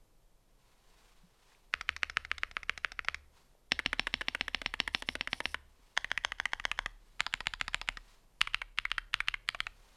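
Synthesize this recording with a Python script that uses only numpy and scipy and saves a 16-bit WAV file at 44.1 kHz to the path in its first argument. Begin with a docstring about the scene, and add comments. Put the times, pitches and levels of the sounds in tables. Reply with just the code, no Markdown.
"""At a desk in a small, quiet room, one hand taps a mechanical keyboard in quick bursts, key by key:
a left-hand key, space bar, shift, enter, backspace and a small key. Each key clacks down on the plate
that holds it, then springs back against its top stop, and the desk booms faintly.
A sleeve rustles between bursts, and the room answers with a short flutter of echoes.
The microphone is close, so left and right sound almost the same."""
import sys
import numpy as np
from scipy import signal
from scipy.fft import rfft, irfft, next_fast_len
from scipy.io import wavfile
from scipy.ndimage import uniform_filter1d, map_coordinates

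SR = 44100
rng = np.random.default_rng(int(sys.argv[2]) if len(sys.argv) > 2 else 0)


def unload_wav(signal):
    """Save mono or channel-first audio to the path in sys.argv[1] as 16-bit WAV at rate SR, clipped to [-1, 1]."""
    wavfile.write(
        sys.argv[1],
        SR,
        np.round(np.clip(np.atleast_2d(signal).T, -1, 1) * 32767).astype(np.int16),
    )


N = 439236
SIZE = 4096  # samples in one short sound, such as a clack
HZ, T = np.fft.rfftfreq(SIZE, 1 / SR), np.arange(SIZE) / SR  # its frequencies and times

# tone of three noises (room air, rubbing cloth, skin on a keycap): f/Hz, level/dB
AIR_TONE = [(15, -9), (30, -4), (45, -8.5), (60, -26.5), (80, -28.5), (110, -20.5), (260, -28.5),
            (500, -28.5), (950, -34.5), (1700, -42.5), (9000, -45), (13500, -46), (16000, -73)]
CLOTH_TONE = [(240, -34), (400, -3), (518, -5), (558, -6), (854, -1.5), (964, 1), (1390, -4), (4130, -6.5),
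              (9090, -14.5), (15000, -26.5)]
SKIN_TONE = [(500, -19.5), (2000, -10), (4000, -6), (5500, 4.5), (6800, -11.5), (8600, -6), (10200, -2),
             (12000, -12.5), (16000, -29)]
# echoes from hard surfaces nearby: delay/s, level/dB
NEAR_ECHOES = [(0.0122, -27), (0.0126, -35.5), (0.0156, -45), (0.02, -41.5), (0.0242, -39), (0.0333, -41),
               (0.036, -39)]
# how long the room rings (t60 is the time to fade by 60 dB): f/Hz, t60/s
ROOM_DECAY = [(150, 0.33), (1000, 0.42), (3000, 0.37), (6000, 0.3), (14000, 0.54)]
# tone of the room's answer: f/Hz, level/dB
WALL_TONE = [(120, 0), (350, 7), (800, 4), (1300, -0.5), (2200, -1.5), (3200, 1), (4200, 4), (6000, 3),
             (12000, 0)]
# the sleeve brushing along as the hand moves: peak t/s, level/dB, rise/s, fall/s
SLEEVE_BRUSHES = [(.68, -72, 0.16, .4), (1.05, -66.5, 0.32, 0.29), (1.5, -66.5, 0.19, 0.19),
                  (3.37, -66.5, 0.047, 0.15), (4.1, -69, 0.31, 1), (5.87, -70.5, .3, 1.4),
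                  (7.08, -73, 0.22, 1.3), (8.12, -64, 0.16, 0.1), (9.86, -66.5, 0.26, .4)]
# soft knocks of arm and fingers on desk and case: t/s, level/dB, f/Hz, t60/s
ARM_KNOCKS = [(1.233, -47, 176, 0.1), (1.52, -44, 1800, .006), (1.549, -42, 2390, 0.0051),
              (3.551, -35, 620, 0.0056), (5.789, -62, 260, 0.091)]
# low notes of desk and case: f/Hz, t60/s, then one level/dB for each key in KEYS
DESK_NOTES = [(26, 0.4, -57.5, -66.5, -57.5, -54, -53, -51), (36.2, 1.0, -57, -56, -54, -52, -50.5, -61),
              (70.9, 0.71, -55.5, -54, -60, -59, -67.5, -64),
              (108.1, .65, -72, -72.5, -66, -66.5, -64.5, -60.5),
              (138, 0.084, -67, -52.5, -75, -66, -76, -76),
              (251.3, 0.076, -65, -47.5, -56, -55, -69.5, -68)]
# fingers skidding along the space bar: start t/s, end t/s, level/dB
SPACE_SKIDS = [(4.93, 5.015, -63), (5.062, 5.143, -63), (5.304, 5.403, -62.5), (5.431, 5.537, -61)]
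# broad tone of each key: f/Hz, press level/dB, release level/dB
LEFT_BODY = [(130, -16, -11.5), (260, -25, -18), (410, -46, -29), (843, -26, -21), (1264, -2, -0.5),
             (2205, -1, 0), (3290, -13, -3.5), (6330, -25, -19.5), (10300, -38.5, -30),
             (15500, -63.5, -54.5)]
SPACE_BODY = [(130, -17.5, -38), (260, -15.5, -17.5), (400, -21, -20), (778, -20.5, -8),
              (1362, -13.5, -13.5), (2285, 1, 0), (3686, -14, -19), (6890, -34.5, -38.5),
              (10480, -46.5, -36.5), (15200, -63, -66.5)]
SHIFT_BODY = [(130, -25, -30), (260, -36.5, -35), (372, -32, -40), (852, -14.5, -23.5), (1284, -1.5, -25),
              (2246, -5.5, 3), (3440, -25, -26.5), (6450, -35.5, -31.5), (10100, -39.5, -43.5),
              (15400, -69, -63.5)]
ENTER_BODY = [(143, -9.5, -10), (260, -21.5, -7), (356, -26.5, -15.5), (790, -8, -6), (1310, -1, 1.5),
              (2030, 3, -3.5), (3550, -7, -4.5), (6830, -29.5, -26.5), (10100, -28.5, -25.5),
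              (15300, -64, -57)]
BACKSPACE_BODY = [(131, -9.5, -44), (260, -27, -34), (397, -26, -24), (800, -14, -17.5), (1320, 1.5, -6.5),
                  (2140, 2.5, 0), (3440, -3.5, -19), (6460, -17.5, -34.5), (10100, -23, -30),
                  (15700, -52, -68)]
SMALL_BODY = [(131, -20, -21), (260, -34, -36), (410, -33.5, -31), (790, -24.5, -2), (1290, -16.5, 1),
              (2300, -1, -6), (3520, -5, -26), (6440, -32, -27.5), (9900, -35.5, -42), (15500, -63, -59)]
# pitches that cap and plate boost (+) or weaken (-): f/Hz, width/Hz, press level/dB, release level/dB
LEFT_MODES = [(440, 132, 20, 15), (566, 253, 16.5, -2), (740, 258, 6.5, 18.5), (1220, 47, -4, -20),
              (2084, 390, -0.5, 5.5), (2938, 1000, 4.5, -9), (4460, 314, 3.5, -3.5), (5610, 900, 2, 7)]
SPACE_MODES = [(761, 100, 5, -28.5), (1470, 100, -23.5, 5), (1720, 250, -2, 4.5), (2400, 770, -11, -15),
               (2700, 290, 3, -2), (4330, 490, 3, -5.5), (4950, 390, -6, -3), (5410, 230, 13.5, 3.5),
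               (6670, 230, -15, -2.5)]
SHIFT_MODES = [(1226, 210, -4.5, 13.5), (1303, 340, -13, -3.5), (2200, 260, 0.5, -13.5),
               (2475, 550, -14.5, -10.5), (3300, 650, 14, 7), (5180, 1000, 8, 0.5), (6330, 380, 12.5, 2),
               (10257, 890, -9, 11.5)]
ENTER_MODES = [(315, 56, -11, -3), (533, 47, -18.5, -3.5), (1045, 110, 1, 9.5), (1104, 83, -10.5, -32),
               (1890, 120, -4.5, 7), (2130, 130, 3, -1.5), (2930, 260, 3, -2.5), (5000, 870, 0.5, 13),
               (6970, 500, 12, 11.5), (7560, 240, 11, -8)]
BACKSPACE_MODES = [(720, 34, -24, -14), (1536, 76, -6.5, -7), (1760, 190, -1.5, -6), (2830, 490, 6, -2.5),
                   (3180, 300, 2.5, 6.5), (5730, 290, -9.5, -6), (7720, 1500, -6.5, -9),
                   (10200, 900, -4, -14)]
SMALL_MODES = [(794, 74, -13, -24), (910, 65, -12, -9), (1270, 200, 6.5, -6.5), (2600, 850, -13.5, 6),
               (3210, 170, 2.5, -14), (3400, 200, 0, 15), (3730, 700, -10.5, 8), (5570, 640, -15, -4)]
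# the six keys in playing order (left, space, shift, enter, backspace, small): body table, modes table
KEYS = [(LEFT_BODY, LEFT_MODES), (SPACE_BODY, SPACE_MODES), (SHIFT_BODY, SHIFT_MODES),
        (ENTER_BODY, ENTER_MODES), (BACKSPACE_BODY, BACKSPACE_MODES), (SMALL_BODY, SMALL_MODES)]
# when the hand moves on to the next key: t/s
NEXT_KEY_TIMES = [3.4, 5.8, 7.05, 8.2, 9.42]
# how the finger meets each key at its usual force:
# press treble/dB, press bass/dB, release treble/dB, release bass/dB, fingertip tap level/dB
KEY_TOUCH = [(-4, -1.9, .4, -0.5, -35.5), (0.2, -0.6, 2, -2, -31.5), (-1.5, 4, -4.5, 2.2, -22.5),
             (2.5, 2.7, -3, -3.8, -20.5), (-0.6, -1, -0.5, -5.5, -20.5), (-2.5, -2, 0.5, 1, -30)]
# keystrokes, about seven a second in bursts: press t/s, level/dB, release t/s, level/dB
KEYSTROKES = [(1.7389, 0, 1.8109, -10), (1.8914, 0, 1.9645, -13), (2.0323, 0.1, 2.098, -12),
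              (2.1706, .7, 2.2493, -14.5), (2.3152, -2, 2.3815, -15.5), (2.434, -2.5, 2.5128, -22),
              (2.568, -4.5, 2.6316, -16), (2.6955, -1, 2.7768, -14), (2.847, -1.5, 2.9193, -17),
              (2.992, -6, 3.0473, -20), (3.085, -0.5, 3.1449, -9), (3.7197, 2.5, 3.7915, -3.5),
              (3.861, -0.1, 3.9306, -2.5), (3.9953, 0, 4.07, -4), (4.1403, -1.1, 4.2102, -8.5),
              (4.284, -2, 4.3489, -4.5), (4.4104, -2, 4.4814, -7), (4.5467, -2, 4.6167, -11.5),
              (4.661, -2.5, 4.7393, -7), (4.8017, .5, 4.877, -5), (4.948, 0.2, 5.0227, -11.5),
              (5.0886, -2.5, 5.1535, -8), (5.2101, -3.5, 5.274, -7.5), (5.331, -2.5, 5.4038, -7),
              (5.4559, -2.8, 5.5443, -5), (5.9754, 1.5, 6.0448, -6.5), (6.1157, -2, 6.1764, -2.5),
              (6.2486, -0.5, 6.3202, -7.5), (6.4, -3.5, 6.4556, -1.5), (6.5337, -3, 6.5984, -12),
              (6.6527, -1.3, 6.7152, -3.5), (6.7902, -2.5, 6.8604, -5.5), (7.2054, 0.5, 7.2651, -6),
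              (7.339, -1.5, 7.4054, -10.5), (7.4698, -1.5, 7.5369, -9), (7.6124, -2.5, 7.6806, -8.5),
              (7.7448, -1.3, 7.8146, -11), (7.888, -1.5, 7.9716, -14), (8.4145, 4.5, 8.473, -8.5),
              (8.545, 0, 8.6169, -8), (8.7864, -.5, 8.8524, -3), (8.916, -2.5, 8.9813, -2.5),
              (9.1414, .8, 9.204, -2), (9.2843, 0, 9.341, -4.5), (9.4889, -0.5, 9.5468, -11),
              (9.6042, -3, 9.6679, -9)]
# the space bar bouncing once more on its top stop: t/s, level/dB
SPACE_BOUNCES = [(3.7971, -13.5), (3.934, -16), (4.0753, -15), (4.216, -9.5), (4.353, -24)]


def amp(db):
    """Turn decibels into a factor to multiply by."""
    return 10 ** (np.asarray(db) / 20)


def along(points, hz):
    """Read a curve of (frequency, value) points at hz, on a log frequency scale."""
    freqs, values = np.transpose(points)
    return np.interp(np.log(hz + 1), np.log(freqs + 1), values)


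def fade(t, t60):
    """Die away by 60 dB every t60 seconds."""
    return np.exp(-np.log(1000) * t / t60)


def add(track, s, x):
    """Mix x into the track, starting at s seconds."""
    part = track[round(s * SR):][:len(x)]
    part += x[:len(part)]


def wobble(rate):
    """A smooth curve through `rate` random points a second."""
    return map_coordinates(rng.standard_normal(int(N * rate / SR) + 4), [np.arange(N) * rate / SR])


def filtered(x, response):
    """Multiply each frequency in x by response(hz)."""
    size = next_fast_len(N + SR // 2)
    return irfft(rfft(x, size) * response(np.fft.rfftfreq(size, 1 / SR)), size)[..., :N]


def noise(tone):
    """Steady noise with the given tone and an average strength (rms) of 1."""
    x = filtered(rng.standard_normal(N), lambda hz: amp(along(tone, hz)))
    return x / np.sqrt(np.mean(x ** 2) + 1e-20)


def chatter(t60):
    """Many tiny hits dying away, with a total energy of 1."""
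    x = rng.standard_normal(SIZE) * fade(T, t60)
    return x / np.linalg.norm(x)


def struck(tone_db, force):
    """The sound, with energy 1, of an object with this tone when a force hits it."""
    # fold the cepstrum so that the ringing follows the hit (minimum phase)
    cepstrum = irfft(np.log(amp(tone_db)))
    cepstrum[1:SIZE // 2] *= 2
    cepstrum[SIZE // 2:] = 0
    x = irfft(np.exp(rfft(cepstrum)) * rfft(force))
    return x / np.linalg.norm(x)


def key_at(s):
    """The number of the key in use at s seconds."""
    return np.searchsorted(NEXT_KEY_TIMES, s)


def key_tone(s, rising):
    """Tone in dB of the key in use at s seconds, going down or coming up."""
    body, modes = KEYS[key_at(s)]
    tone = along([(hz, up if rising else down) for hz, down, up in body], HZ)
    for hz, width, down, up in modes:
        tone += (up if rising else down) / (1 + (2 * (HZ - hz) / width) ** 2)
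    return tone - 10 * np.log10(1 + (85 / (HZ + 1)) ** 4)  # a small case gives off little deep bass


def strokes():
    """Each stroke, its key's touch, and the dB by which press and release top that key's average."""
    down_s, down_db, _, up_db = np.transpose(KEYSTROKES)
    key = key_at(down_s)
    extra_db = [db - (np.bincount(key, db) / np.bincount(key))[key] for db in (down_db, up_db)]
    return zip(KEYSTROKES, [KEY_TOUCH[k] for k in key], *extra_db)


def room_air():
    """The quiet room rumbles and hisses, its level drifting a little."""
    return amp(-65.5 + 0.98 * wobble(3.3)) * noise(AIR_TONE)


def room_echoes(x, tail_db, build_s, grain_db):
    """The walls send back a few echoes and a grainy tail that is new for every stroke."""
    out = np.zeros(N)
    edges = [0] + [round((row[0] - 0.02) * SR) for row in KEYSTROKES[1:]] + [N]
    for start, end in zip(edges, edges[1:]):
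        hz, t, bands = signal.stft(rng.standard_normal(SR // 2), SR, nperseg=128)
        shape = fade(t, along(ROOM_DECAY, hz)[:, None]) * (1 - np.exp(-t / build_s))
        grain = amp(grain_db * rng.standard_normal(len(t)))
        tail = signal.istft(bands * shape * grain, SR, nperseg=128)[1]
        tail *= amp(tail_db) / np.linalg.norm(tail)
        for delay, db in NEAR_ECHOES:
            add(tail, delay, amp(db) * chatter(t60=0.0045))
        add(out, start / SR, signal.fftconvolve(x[start:end], tail))
    return filtered(out, lambda hz: amp(along(WALL_TONE, hz)))


def sleeve(rest_db, drop_db, folds_db):
    """Cloth rustles with each move of the hand, drop_db quieter one rise or fall time from the peak."""
    t = np.arange(N) / SR
    power = amp(rest_db) ** 2  # even a resting arm stirs faintly
    for s, db, rise, fall in SLEEVE_BRUSHES:
        from_peak = np.maximum((s - t) / rise, (t - s) / fall)
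        power = power + amp(db - drop_db * from_peak) ** 2
    return np.sqrt(power) * amp(folds_db * wobble(70)) * noise(CLOTH_TONE)


def arm_knocks():
    """Arm and fingers bump the desk and case, and each bump rings briefly at one pitch."""
    out, t = np.zeros(N), np.arange(SR // 2) / SR
    for s, db, hz, t60 in ARM_KNOCKS:
        soft_start = 1 - np.exp(-t * hz / 2)
        add(out, s, amp(db) * np.sin(2 * np.pi * hz * t) * fade(t, t60) * soft_start)
    return out


def desk_boom(release_db):
    """Every press pushes the desk, which sways at its low notes; a release pulls the other way."""
    out, t = np.zeros(N), np.arange(SR) / SR
    rings = [(np.sin(2 * np.pi * hz * t) * fade(t, t60), levels) for hz, t60, *levels in DESK_NOTES]
    for down_s, _, up_s, _ in KEYSTROKES:
        key = key_at(down_s)
        for s, push in ((down_s, 1), (up_s, -amp(release_db))):
            boom = sum(amp(levels[key] + rng.normal(0, 3.8)) * ring for ring, levels in rings)
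            add(out, s, push * boom)
    return out


def skin_hiss(hold_db, lead_s, grain_db):
    """Skin hisses faintly while the finger is on a keycap, and louder where it skids."""
    level = np.zeros(N)
    holds = [(down_s - lead_s, up_s - lead_s / 2, hold_db) for down_s, _, up_s, _ in KEYSTROKES]
    for start, end, db in holds + SPACE_SKIDS:
        level[round(start * SR):round(end * SR)] = amp(db)
    return uniform_filter1d(level, size=800) * amp(grain_db * wobble(400)) * noise(SKIN_TONE)


def tap_and_rub(rub_db, travel_s, lead_s, tap_slope, soften_s, bright_db):
    """The fingertip taps the cap and the stem under it rubs its housing; faster is louder and shorter."""
    out = np.zeros(N)
    treble = HZ ** 4 / (HZ ** 4 + 2500 ** 4)
    for (s, db, _, _), (*_, tap_db), extra_db, _ in strokes():
        tone = key_tone(s, rising=False) + bright_db * treble
        speed = amp(db)
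        tap_force = chatter(t60=0.018) * (1 - np.exp(-T / soften_s))
        add(out, s - lead_s / speed, amp(db + tap_db + tap_slope * extra_db) * struck(tone, tap_force))
        rub_force = rng.standard_normal(SIZE) * T * (T < travel_s / speed)
        add(out, s - travel_s / speed, amp(db + rub_db) * struck(tone, rub_force))
    return out


def plate_paths(spread_s, bass_lag_s):
    """A filter for the trip through the plate: each pitch comes a bit late, and low waves are slowest."""
    scatter = map_coordinates(rng.standard_normal(40), [HZ / 700]) ** 2
    lag = spread_s * scatter * HZ / (HZ + 5000) + bass_lag_s / (1 + (HZ / 1000) ** 4)
    return np.exp(-2j * np.pi * (np.cumsum(lag) - lag[0]) * HZ[1])


def clack(s, rising, treble_db, bass_db, paths, rattle, rattle_t60=0.015):
    """The key's stem hits its stop and the loose cap rattles. The hit sits midway through the result."""
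    treble = np.clip(np.log((HZ + 1) / 2000) / np.log(3), 0, 1)
    bass = np.clip(np.log(1500 / (HZ + 1)) / np.log(3), 0, 1)
    force = (T == 0) + rattle * chatter(rattle_t60)
    hit = struck(key_tone(s, rising) + treble_db * treble + bass_db * bass, force)
    through_plate = irfft(rfft(hit) * paths[key_at(s)])
    return np.roll(through_plate, SIZE // 2) * np.hanning(SIZE)


def key_clacks():
    """A pressed key lands cleanly because the finger holds it; a released key rattles more."""
    out, middle_s = np.zeros(N), T[SIZE // 2]
    down_paths = [plate_paths(spread_s=0.0007, bass_lag_s=0.00085) for _ in KEYS]
    up_paths = [plate_paths(spread_s=0.0011, bass_lag_s=0.0012) for _ in KEYS]
    for (s, db, up_s, up_db), touch, harder_db, freer_db in strokes():
        treble, bass, up_treble, up_bass, _ = touch
        # a harder press is brighter
        press = clack(s, False, treble + 1.2 * harder_db, bass + 0.25 * harder_db,
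                      down_paths, rattle=0.27)
        # a freer release rings mostly at the cap's middle pitches
        release = clack(up_s, True, up_treble - 0.26 * freer_db, up_bass - 0.76 * freer_db,
                        up_paths, rattle=0.84)
        add(out, s - middle_s, amp(db) * press)
        add(out, up_s - middle_s, amp(up_db) * release)
    for s, db in SPACE_BOUNCES:
        add(out, s - middle_s, amp(db) * clack(s, True, 0, 0, up_paths, rattle=1.0, rattle_t60=0.011))
    return out


def scene():
    """Keyboard, desk, arm and room reach both sides of the microphone almost at once."""
    keyboard = key_clacks()
    keyboard += tap_and_rub(rub_db=-34, travel_s=0.014, lead_s=0.011, tap_slope=1.3,
                            soften_s=0.0015, bright_db=1.5)
    keyboard += skin_hiss(hold_db=-78.5, lead_s=0.021, grain_db=2)
    room = room_echoes(keyboard, tail_db=-23.5, build_s=0.014, grain_db=2) + room_air()
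    desk = desk_boom(release_db=-5.5)
    arm = sleeve(rest_db=-84.5, drop_db=12.5, folds_db=1.3) + arm_knocks()
    # faint low microphone noise, opposite in left and right
    mic_noise = amp(-93) * noise([(30, 1), (200, -8.5), (2000, -23.5), (14000, -28.5)])
    early_s = np.array([[1.3e-6], [-1.3e-6]])  # left, right
    stereo = filtered(keyboard + room + desk + arm, lambda hz: np.exp(2j * np.pi * hz * early_s))
    return stereo + np.array([mic_noise, -mic_noise])


def record(dry):
    """Cut away the very highest treble, above 16200 Hz."""
    return filtered(dry, lambda hz: 1 / (1 + (hz / 16200) ** 120))


dry = scene()
out = record(dry)
unload_wav(out)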